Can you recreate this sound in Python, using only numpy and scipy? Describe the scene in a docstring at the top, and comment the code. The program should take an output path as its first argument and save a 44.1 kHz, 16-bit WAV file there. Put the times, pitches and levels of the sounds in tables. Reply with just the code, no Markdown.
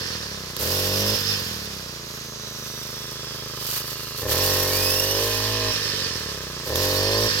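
"""An open field: a few metres away, a backpack brush cutter mows standing grain.
Its small four-stroke engine takes three bursts of throttle. Gas pulses in the exhaust drone under load,
stumble on the run-down and putter at idle, rattling the casing as they go. The drive hisses and rings
the steel, the bevel gear whines up with the blade and sinks as it coasts, and dry straw crackles
as it is cut. A bounce off the ground hollows out the whole sound."""
import sys
import numpy as np
from scipy import signal
from scipy.fft import rfft, irfft
from scipy.io import wavfile
from scipy.ndimage import uniform_filter1d, map_coordinates

SR = 44100
rng = np.random.default_rng(int(sys.argv[2]) if len(sys.argv) > 2 else 0)


def file_out(sig):
    """Save sig as 16-bit WAV at sys.argv[1]."""
    # one column per channel
    cols = np.atleast_2d(sig).T
    # limit, then scale
    lim = np.clip(cols, -1, 1)
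    pcm = np.round(lim * 32767).astype(np.int16)
    wavfile.write(sys.argv[1], SR, pcm)


N = 326340

# notches from the ground bounce: f/Hz, width/Hz, depth 0-1 at first, depth once the mower steps closer
GROUND_NOTCHES = [(732, 173, 0.38, 0.64), (1435, 66, 0.06, 1), (2230, 300, 0.4, 0.4)]
# the mower steps nearer and turns: t/s, level/dB
NEARNESS_RIDE = [(0, -0.5), (.9, -0.5), (2.1, -1.5), (3.5, 1.5), (4.4, 0.5), (5.2, -2.5), (6.3, 2.5),
                 (7.4, 3)]
# bearing of the cutting head: t/s, lag of the right channel/samples
HEAD_LAG = [(0, 8.2), (2, 7.3), (3.2, 4.74), (4.8, 3.04), (5.5, 3.9), (6.4, 4.6), (7.4, 11)]
# tone of the two microphone ports: f/Hz, left minus right/dB
PORT_EQ = [(70, 2), (520, -0.5), (670, -9.5), (790, 7), (950, 2), (1250, -4), (1480, 9), (1900, -2),
           (2600, -1.5), (4500, -12), (7000, -5), (9500, 6), (13000, -5.5), (16000, -2)]

# sweeps of the blade through straw: t/s, length/s, level/dB
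SWEEPS = [(0.578, 0.62, -33), (2.55, 1, -49.5), (3.09, 0.031, -44), (3.59, 0.13, -38.5), (3.654, 0.12, -34),
          (3.84, 0.2, -44.5), (4.144, 0.078, -38.5), (4.268, 1, -31), (6.64, 0.078, -41.5),
          (6.733, 0.26, -33.5), (7.08, 0.47, -39)]
# stalks snapping against the blade or underfoot: t/s, level/dB
STALK_SNAPS = [(0.5656, -13.5), (2.812, -28), (2.872, -28), (6.7575, -9)]
# tone of dry straw: f/Hz, level/dB
STRAW_EQ = [(400, -7), (750, 1), (1300, 2.5), (2200, 1.5), (3000, 4.5), (6000, 4.5), (8000, 1), (10500, 1),
            (13000, 9.5), (15500, 0)]
# the blade spins up: loudest whine t/s, tooth rate then f/Hz, level/dB, start of coasting t/s
BLADE_RUNS = [(1.0, 2918, -36, 1.75), (4.9, 2610, -26, 5.35)]
# tone of fan and bearings: f/Hz, level/dB
HISS_EQ = [(100, -9.5), (450, 0), (720, -4), (1100, 0), (1800, -1.5), (2200, 0), (3000, -1.5), (4200, -0.5),
           (5400, 2), (6500, -3.5), (8000, -9.5), (11000, -15.5), (16000, -20)]
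# ring of blade, shaft and guard: f/Hz, width/Hz, level/dB, aimed at the listener t/s
STEEL_MODES = [(2527, 39, 8.5, 5.6), (2725, 180, 1.5, 0.77), (3070, 120, -3.5, 5.7), (3534, 72, -1.5, 1.16),
               (3835, 39, -4.5, 7.4), (4144, 73, -4, 3.3), (4350, 35, 3, 7.0), (4740, 54, 4.5, 7.3),
               (5220, 61, 5, 1.1), (5597, 80, 3.5, 4.5)]
# the blade scrapes stubble or bites in, and rings louder: t/s, half length/s, boost/dB
BLADE_SCRAPES = [(1.318, .05, 3.5), (4.41, 0.081, 3)]

# bursts of throttle: trigger pulled t/s, let go t/s, exhaust level/dB
THROTTLE_BURSTS = [(0.538, 1.141, -29.5), (4.162, 5.706, -27), (6.625, 7.267, -28.5)]
# the trigger eases at the end of the long swing: t/s, share of part throttle 0-1
PART_THROTTLE = [(5.18, 0.05), (5.32, 0.85), (5.9, 1), (6.1, 0)]
# firing rate at the tail of an earlier burst: t/s, f/Hz
OPENING_RATE = [(0, 44.17), (.1, 42.51)]
# firing rate while the clutch drags on the blade, one curve a burst: t/s, f/Hz
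WORKING_RATES = [
    [(0.72, 46.79), (0.914, 47.43), (1.144, 52.26), (1.156, 52.53), (1.228, 46.97), (1.29, 51.07),
     (1.32, 51.95)],
    [(4.4, 46.99), (4.988, 47.32), (5.236, 51.83), (5.368, 51.73), (5.538, 54.07), (5.884, 49.92),
     (6.05, 46.23)],
    [(6.81, 47.23), (6.966, 47.58), (7.16, 52.14), (7.25, 54.45), (7.29, 53.7), (7.342, 50.34),
     (7.39, 49.9)],
]
# the engine turns towards the listener and away: t/s, boom level/dB, bass level/dB, casing level/dB
FACING_RIDE = [(0, -2, -2.5, 3), (.9, 14, 2, -0.5), (1.3, 4.5, 2.5, -0.5), (2.1, 8, -1, -1),
               (4.4, -10, -1, 4), (6, -9, -4, 1), (7.4, -4, -2, 3)]
# gas pulses, throttle open and shut: place in the cycle 0-1, strength (negative = suction)
OPEN_PULSES = [(0.407, -0.13), (0.711, -0.15), (0.972, -0.028)]
SHUT_PULSES = [(0.49, -0.36), (0.781, 0.28)]
# exhaust harmonics, from the firing rate up: level/dB with clutch slipping, at full speed, eased off
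DRONE_HARMONICS = [(2.5, 3, 2), (4.5, 5, 6.5), (-6, -13, -33), (-10.5, -5, -10), (-18.5, -9.5, -7),
                   (-5.5, -5.5, -20), (-11.5, -1.5, -6.5), (-2.5, 0, -6), (-1, 3, -1.5), (-1, 1, -12),
                   (5, 5.5, -8), (-8.5, -2, 2.5), (3, 0.5, -35), (-3, -6, -35)]
# muffler at idle, and its hollow thump on the run-down: f/Hz, width/Hz, level/dB
MUFFLER_MODES = [(104.6, 64, 15.5), (192.5, 30, -2), (346.5, 45, 6.5), (414, 39, 6), (503, 160, -2)]
THUMP_MODES = [(104, 55, 7), (190, 38, -6.5), (450, 200, -2.5)]
# the casing buzzes under load, jangles on the run-down, knocks at idle: f/Hz, width/Hz, level/dB
BUZZ_MODES = [(789, 41, 6), (1041, 93, 4), (1790, 69, 5)]
JANGLE_MODES = [(1048, 30, 1), (1490, 160, -0.5), (1790, 120, 10.5)]
KNOCK_MODES = [(1037, 71, 9), (1272, 107, 10), (1734, 120, 6)]

IDLE_HZ, CLUTCH_HZ, FAST_HZ = 26.1, 47.6, 52.7  # firing rates: idle, clutch grips, full working speed
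PIPE_HZ, PIPE_WIDTH_HZ = 430, 156  # main resonance of the exhaust pipe
TIME = np.arange(N) / SR


def undb(db):
    """Decibels to gain."""
    return 10 ** (np.asarray(db) / 20)


def unit(x):
    """Scale to rms 1."""
    return x / np.sqrt(np.mean(x ** 2))


def steady(x):
    """Ride the level to rms 1 over every few engine cycles."""
    return x / np.sqrt(uniform_filter1d(x ** 2, size=6600) + 1e-12)


def curves(table):
    """One automation curve for each value column of a timed table."""
    times, *columns = np.transpose(table)
    return [np.interp(TIME, times, column) for column in columns]


def ramp(start_s, length_s):
    """Fade from 0 to 1 and hold."""
    return np.clip((TIME - start_s) / length_s, 0, 1)


def bump(x, centre, half_width):
    """Bell curve of height 1."""
    return np.exp(-((x - centre) / half_width) ** 2)


def walk(rate_hz):
    """Smooth random wander of rms 1."""
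    knots = rng.standard_normal(int(rate_hz * N / SR) + 2)
    return unit(np.interp(TIME * rate_hz, np.arange(len(knots)), knots))


def colour(x, eq, amount=1):
    """Apply an EQ curve, its decibels scaled by amount."""
    hz, db = np.transpose(eq)
    bins_hz = np.maximum(np.arange(N // 2 + 1) * SR / N, 1)
    return irfft(rfft(x) * undb(amount * np.interp(np.log(bins_hz), np.log(hz), db)), N)


def ring(x, modes, sense=-1):
    """Parallel resonances; neighbours swing against each other (sense < 0) or together (> 0)."""
    return sum(sense ** k * undb(db) * signal.lfilter(*signal.iirpeak(hz, hz / width, fs=SR), x)
               for k, (hz, width, db) in enumerate(modes))


def band(x, low_hz, high_hz):
    """Band-pass with steep skirts."""
    return signal.sosfilt(signal.butter(3, [low_hz, high_hz], "band", fs=SR, output="sos"), x)


def ground(x, step_s=2.5):
    """The ground bounce cancels a few bands; some notches deepen as the mower steps closer."""
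    for hz, width, far, near in GROUND_NOTCHES:
        depth = np.clip(far + (near - far) * ramp(step_s, 0.83), 0, 1)
        x = x - depth * ring(x, [(hz, width, 0)])
    return x


def arrive(x, off_axis=1):
    """Direct sound reaches the right port just after the left, by the bearing of its source."""
    late = np.arange(N) - off_axis * curves(HEAD_LAG)[0]
    return np.array([x, map_coordinates(x, [late], order=3)])


def scatter(source, direct_share):
    """Stereo width for a noisy source: part of its power comes direct, the crop scatters the rest."""
    direct = arrive(source())
    diffuse = np.array([source(), source()])
    return np.sqrt(direct_share) * direct + np.sqrt(1 - direct_share) * diffuse


def cutting(stubble_db=-52.5, attack_s=0.033, sag_db_per_s=6, tail_share=0.46):
    """Straw level in dB: over a bed of rustle, each sweep bites fast, thins out and settles."""
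    power = undb(stubble_db) ** 2
    for start, length, db in SWEEPS:
        hold = undb(db - sag_db_per_s * np.clip(TIME - start, 0, length))
        settle = np.exp(-np.maximum(TIME - start - length, 0) / (tail_share * length))
        power = power + (ramp(start, attack_s) * hold * settle) ** 2
    return 10 * np.log10(power)


def straw(level_db, cracks_per_s=5000, snap_s=.0025):
    """Dry stalks break in a dense crackle, with a few louder snaps."""
    clicks = rng.choice([-1, 1], N) * (rng.random(N) < cracks_per_s / SR)
    sizes = undb(3 * np.minimum(rng.exponential(size=N), 4.5))
    crackle = unit(clicks * sizes) * undb(level_db + 4)
    for start, db in STALK_SNAPS:
        decay = (TIME >= start) * np.exp(-np.abs(TIME - start) / snap_s)
        crackle += undb(db - 9) * decay * rng.standard_normal(N)
    return colour(crackle, STRAW_EQ)


def blade(low_hz=1992, top_hz=3640, spin_up_s=.62, coast_hz_per_s=530):
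    """Tooth rate and whine level: the driven blade nears top speed, then friction slows it."""
    rise, sag, fade = 36, 23, 30  # dB/s: the whine swells, sags, and fades faster once coasting
    rates, levels = [], []
    for peak_s, peak_hz, peak_db, coast_s in BLADE_RUNS:
        driven = top_hz - (top_hz - peak_hz) * np.exp((peak_s - np.minimum(TIME, coast_s)) / spin_up_s)
        coasting = np.maximum(TIME - coast_s, 0)
        below_peak = np.maximum(rise * (peak_s - TIME), sag * (TIME - peak_s))
        rates.append(driven - coast_hz_per_s * coasting)
        levels.append(peak_db - below_peak - fade * coasting)
    return np.maximum(np.max(rates, axis=0), low_hz), np.max(levels, axis=0)


def whirr(phase, spread_hz):
    """A band of chatter that tracks a turning part."""
    lowpass = signal.butter(2, spread_hz, fs=SR, output="sos")
    noise = signal.sosfilt(lowpass, rng.standard_normal((2, N)))
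    return unit(noise[0] * np.cos(phase) + noise[1] * np.sin(phase))


def gear(unloaded, rasp_db=-42.5):
    """The bevel gear's teeth whine, broken up by the stalks; unloaded, they chatter."""
    tooth_hz, whine_db = blade()
    phase = 2 * np.pi * np.cumsum(tooth_hz * (1 + .02 * walk(1100) + .005 * walk(45))) / SR
    harmonics_db = [1.5, 2, -3.5, 0, -1, -1.5]
    whine = unit(sum(undb(db) * np.sin(k * phase) for k, db in enumerate(harmonics_db, 1)))
    whine = whine + ring(whine, [(5300, 460, 0)])  # louder where it meets the blade's ring
    rasp = whirr(2 * phase, spread_hz=280) + undb(-4) * whirr(1.28 * phase, spread_hz=70)
    flicker_db = 3 * walk(150) + walk(30)
    return whine * undb(whine_db - 2 + flicker_db) + undb(rasp_db) * unloaded * rasp


def flutter(x, shift_s=.000035, flare_db=2.5):
    """Shaking steel flexes: its ring wobbles in pitch and flares unevenly."""
    return np.interp(TIME + shift_s * walk(60), TIME, x) * undb(flare_db * walk(35))


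def steel(excitation, beam_db=4.5, beam_s=0.48):
    """The steel rings; each mode swells as the swing aims it at the listener, and scrapes lift all."""
    ringing = 0
    for hz, width, db, aimed_s in STEEL_MODES:
        beam = 1 + (undb(beam_db) - 1) / (1 + ((TIME - aimed_s) / beam_s) ** 2) ** 2
        ringing = ringing + beam * flutter(ring(excitation, [(hz, width, db)]))
    scrape_db = sum(db * bump(TIME, at_s, half_s) for at_s, half_s, db in BLADE_SCRAPES)
    return unit(band(ringing, 2860, 6240)) * undb(scrape_db)


def drive(cycle, hz, level_db):
    """Fan and bearings hiss, pulsing with the crank; at speed, valve clatter rings the steel."""
    speed = np.clip((hz - 27) / 22, 0, 1)
    pulsing = 1 + 0.14 * speed * np.cos(4 * np.pi * (cycle - .8))
    impacts = rng.standard_normal(1000)  # the same small impacts come round every cycle
    clatter = unit(np.interp(cycle % 1, np.linspace(0, 1, len(impacts)), impacts))
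    hiss = unit(colour(rng.standard_normal(N) + .55 * speed * clatter, HISS_EQ))
    ringing = steel(rng.standard_normal(N) + clatter)
    return undb(level_db) * pulsing * (undb(1.27) * hiss + undb(1.3) * speed * ringing)


def trigger(open_s=0.082, shut_s=0.051):
    """Throttle opening 0-1, and the exhaust level of the burst under way."""
    openings = [ramp(pulled, open_s) - ramp(let_go, shut_s) for pulled, let_go, _ in THROTTLE_BURSTS]
    return sum(openings), np.array(THROTTLE_BURSTS)[np.argmax(openings, axis=0), 2]


def firing_rate(rev_hz_per_s=108, run_down_s=.31, wander_hz=.25):
    """The engine revs up until the clutch bites, works, then sinks to an uneven idle."""
    hz = IDLE_HZ
    for work in [OPENING_RATE, *WORKING_RATES]:
        before, after = np.maximum(work[0][0] - TIME, 0), np.maximum(TIME - work[-1][0], 0)
        above_idle = (curves(work)[0] - IDLE_HZ) * np.exp(-after / run_down_s)
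        hz = np.maximum(hz, IDLE_HZ + above_idle - rev_hz_per_s * before)
    return hz + wander_hz * walk(6) * (IDLE_HZ / hz) ** 4


def puffs(cycle, pattern, scatter_db, limp):
    """Gas pulses at set places in each cycle; limp makes strong and weak cycles alternate."""
    pulses, cycles = np.zeros(N + 1), np.arange(int(cycle[-1]) + 1)
    for place, strength in pattern:
        at = np.searchsorted(cycle, cycles + place)
        size = strength * undb(scatter_db * rng.standard_normal(N)[cycles])
        pulses[at] += size * (1 + np.append(limp, 0)[at] * (-1) ** cycles)
    return pulses[:N]


def gas(pulses, decay_s=0.0037):
    """A short rush of gas noise after each pulse."""
    return signal.lfilter([1], [1, -np.exp(-1 / (decay_s * SR))], pulses) * rng.standard_normal(N)


def rattle(pulses, modes, grit):
    """Pulses ring the casing; the gas behind each one roughens the ring."""
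    return steady(band(ring(unit(pulses) + grit * unit(gas(pulses)), modes), 766, 2050))


def pipe(x):
    """The honk of the exhaust pipe's main resonance."""
    return ring(x, [(PIPE_HZ, PIPE_WIDTH_HZ, 0)])


def putter(cycle, hz, casing_gain, stumble_hz=42, bark_db=-7):
    """Throttle shut: puffs and knocks at idle; spinning faster, it fires raggedly and sputters."""
    overrun = np.clip((hz - 28) / 18, 0, 1)
    stumble = bump(hz, stumble_hz, 8)  # around this speed every other firing comes weaker
    ragged = cycle + .014 * overrun * walk(60)
    pulses = puffs(ragged, SHUT_PULSES, scatter_db=.7, limp=.22 * stumble)
    single = puffs(ragged, SHUT_PULSES[:1], scatter_db=1.3, limp=.28 * stumble)
    idle = steady(band(ring(pulses, MUFFLER_MODES, sense=0.94), 51, 675))
    thumps = steady(band(ring(single, THUMP_MODES, sense=0.98), 56, 440))
    bark = undb(bark_db) * steady(band(pipe(gas(pulses)), 433, 560))  # unburnt gas in the pipe
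    # the piston goes on pumping air, twice a cycle
    pumping = undb(-3) * (1 - stumble / 2) * np.cos(4 * np.pi * (cycle - .29))
    exhaust = steady((1 - overrun ** 2) * idle + overrun * thumps + overrun ** 2 * (bark + pumping))
    knock = undb(-9.5) * (1 - overrun) * rattle(pulses, KNOCK_MODES, grit=.22)
    jangle = undb(-7.5) * overrun * rattle(pulses, JANGLE_MODES, grit=.22)
    return undb(-1) * exhaust + casing_gain * (knock + jangle)


def drone(cycle, hz, waver_db=.9, honk_db=4.5, eased_db=-2, climb_db_per_hz=0.12):
    """Exhaust note under load: puffs and pipe set each harmonic's phase, speed and throttle its level."""
    eased = np.clip(curves(PART_THROTTLE)[0], 0, 1)
    fast = np.clip((hz - CLUTCH_HZ) / (FAST_HZ - CLUTCH_HZ), 0, 1)
    shares = [(1 - eased) * (1 - fast), (1 - eased) * fast, eased]
    spectra = [np.append(undb(db), 0) for db in np.transpose(DRONE_HARMONICS)]
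    pickup = np.minimum(hz / CLUTCH_HZ, 1)  # revving slides the harmonics through the pipe resonances
    note = 0
    for k in range(1, 21):
        pulse = sum(size * np.exp(-2j * np.pi * k * place) for place, size in OPEN_PULSES)
        resonance = 1 / (PIPE_HZ ** 2 - (k * CLUTCH_HZ) ** 2 + 1j * k * CLUTCH_HZ * PIPE_WIDTH_HZ)
        harmonic = np.cos(2 * np.pi * k * cycle + np.angle(pulse * resonance))
        gain = sum(share * np.interp(k * pickup, np.arange(len(spectrum)) + 1, spectrum)
                   for share, spectrum in zip(shares, spectra))
        note = note + gain * undb(waver_db * walk(10)) * harmonic
    note = steady(band(note, 65, 570))
    honk = undb(honk_db * bump(TIME, 5.23, 0.1))  # swells as the trigger begins to ease
    note = note + (honk - 1) * pipe(note)
    return note * undb(climb_db_per_hz * np.maximum(hz - CLUTCH_HZ, 0) + eased_db * eased)


def engine(cycle, hz, throttle, level_db):
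    """The throttle crossfades putter into drone and casing buzz; the low end shifts as it turns."""
    boom_gain, bass_gain, casing_gain = undb(curves(FACING_RIDE))
    note = undb(2) * drone(cycle, hz)
    pulses = puffs(cycle, OPEN_PULSES, scatter_db=.7, limp=np.zeros(N))
    buzz = undb(-9.5) * casing_gain * rattle(pulses, BUZZ_MODES, grit=.2)
    sound = throttle * (note + buzz) + (1 - throttle) * putter(cycle, hz, casing_gain)
    boom = (boom_gain - 1) * ring(sound, [(203, 22, 0)])
    bass = (bass_gain - 1) * ring(sound, [(100, 45, 0)])
    return undb(level_db) * (sound + boom + bass)


def scene():
    """One crankshaft times engine and drive; throttle and speed ride their levels over the straw."""
    hz = firing_rate()
    throttle, burst_db = trigger()
    near_db = curves(NEARNESS_RIDE)[0]
    effort = np.clip((hz - IDLE_HZ) / (FAST_HZ - IDLE_HZ), 0, 1)
    cycle = np.cumsum(hz) / SR + .0013 * walk(40)  # engine cycles so far, with slight jitter
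    open_db = burst_db - 4.5 * (1 - effort)
    shut_db = -39.5 + 7 * effort
    engine_db = near_db + throttle * open_db + (1 - throttle) * shut_db
    drive_db = -38.5 + 7.5 * effort + 0.46 * near_db + 0.65 * walk(30)
    straw_db = cutting() + 1.33 * walk(24) + 1.55 * walk(140)  # uneven tufts
    motor = arrive(engine(cycle, hz, throttle, engine_db), off_axis=0.62)
    hiss = scatter(lambda: drive(cycle, hz, drive_db), direct_share=0.32)
    whine = arrive(gear(unloaded=(1 - effort) ** 12))
    crackle = scatter(lambda: straw(straw_db), direct_share=0.064)
    return ground(crackle + whine + hiss + motor)


def record(dry):
    """Each microphone port adds its own colour; a steep low-pass trims the very top."""
    ports = np.array([colour(dry[0], PORT_EQ, .5), colour(dry[1], PORT_EQ, -.5)])
    return signal.sosfilt(signal.ellip(10, .2, 80, 16250, fs=SR, output="sos"), ports)


dry = scene()
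out = record(dry)
file_out(out)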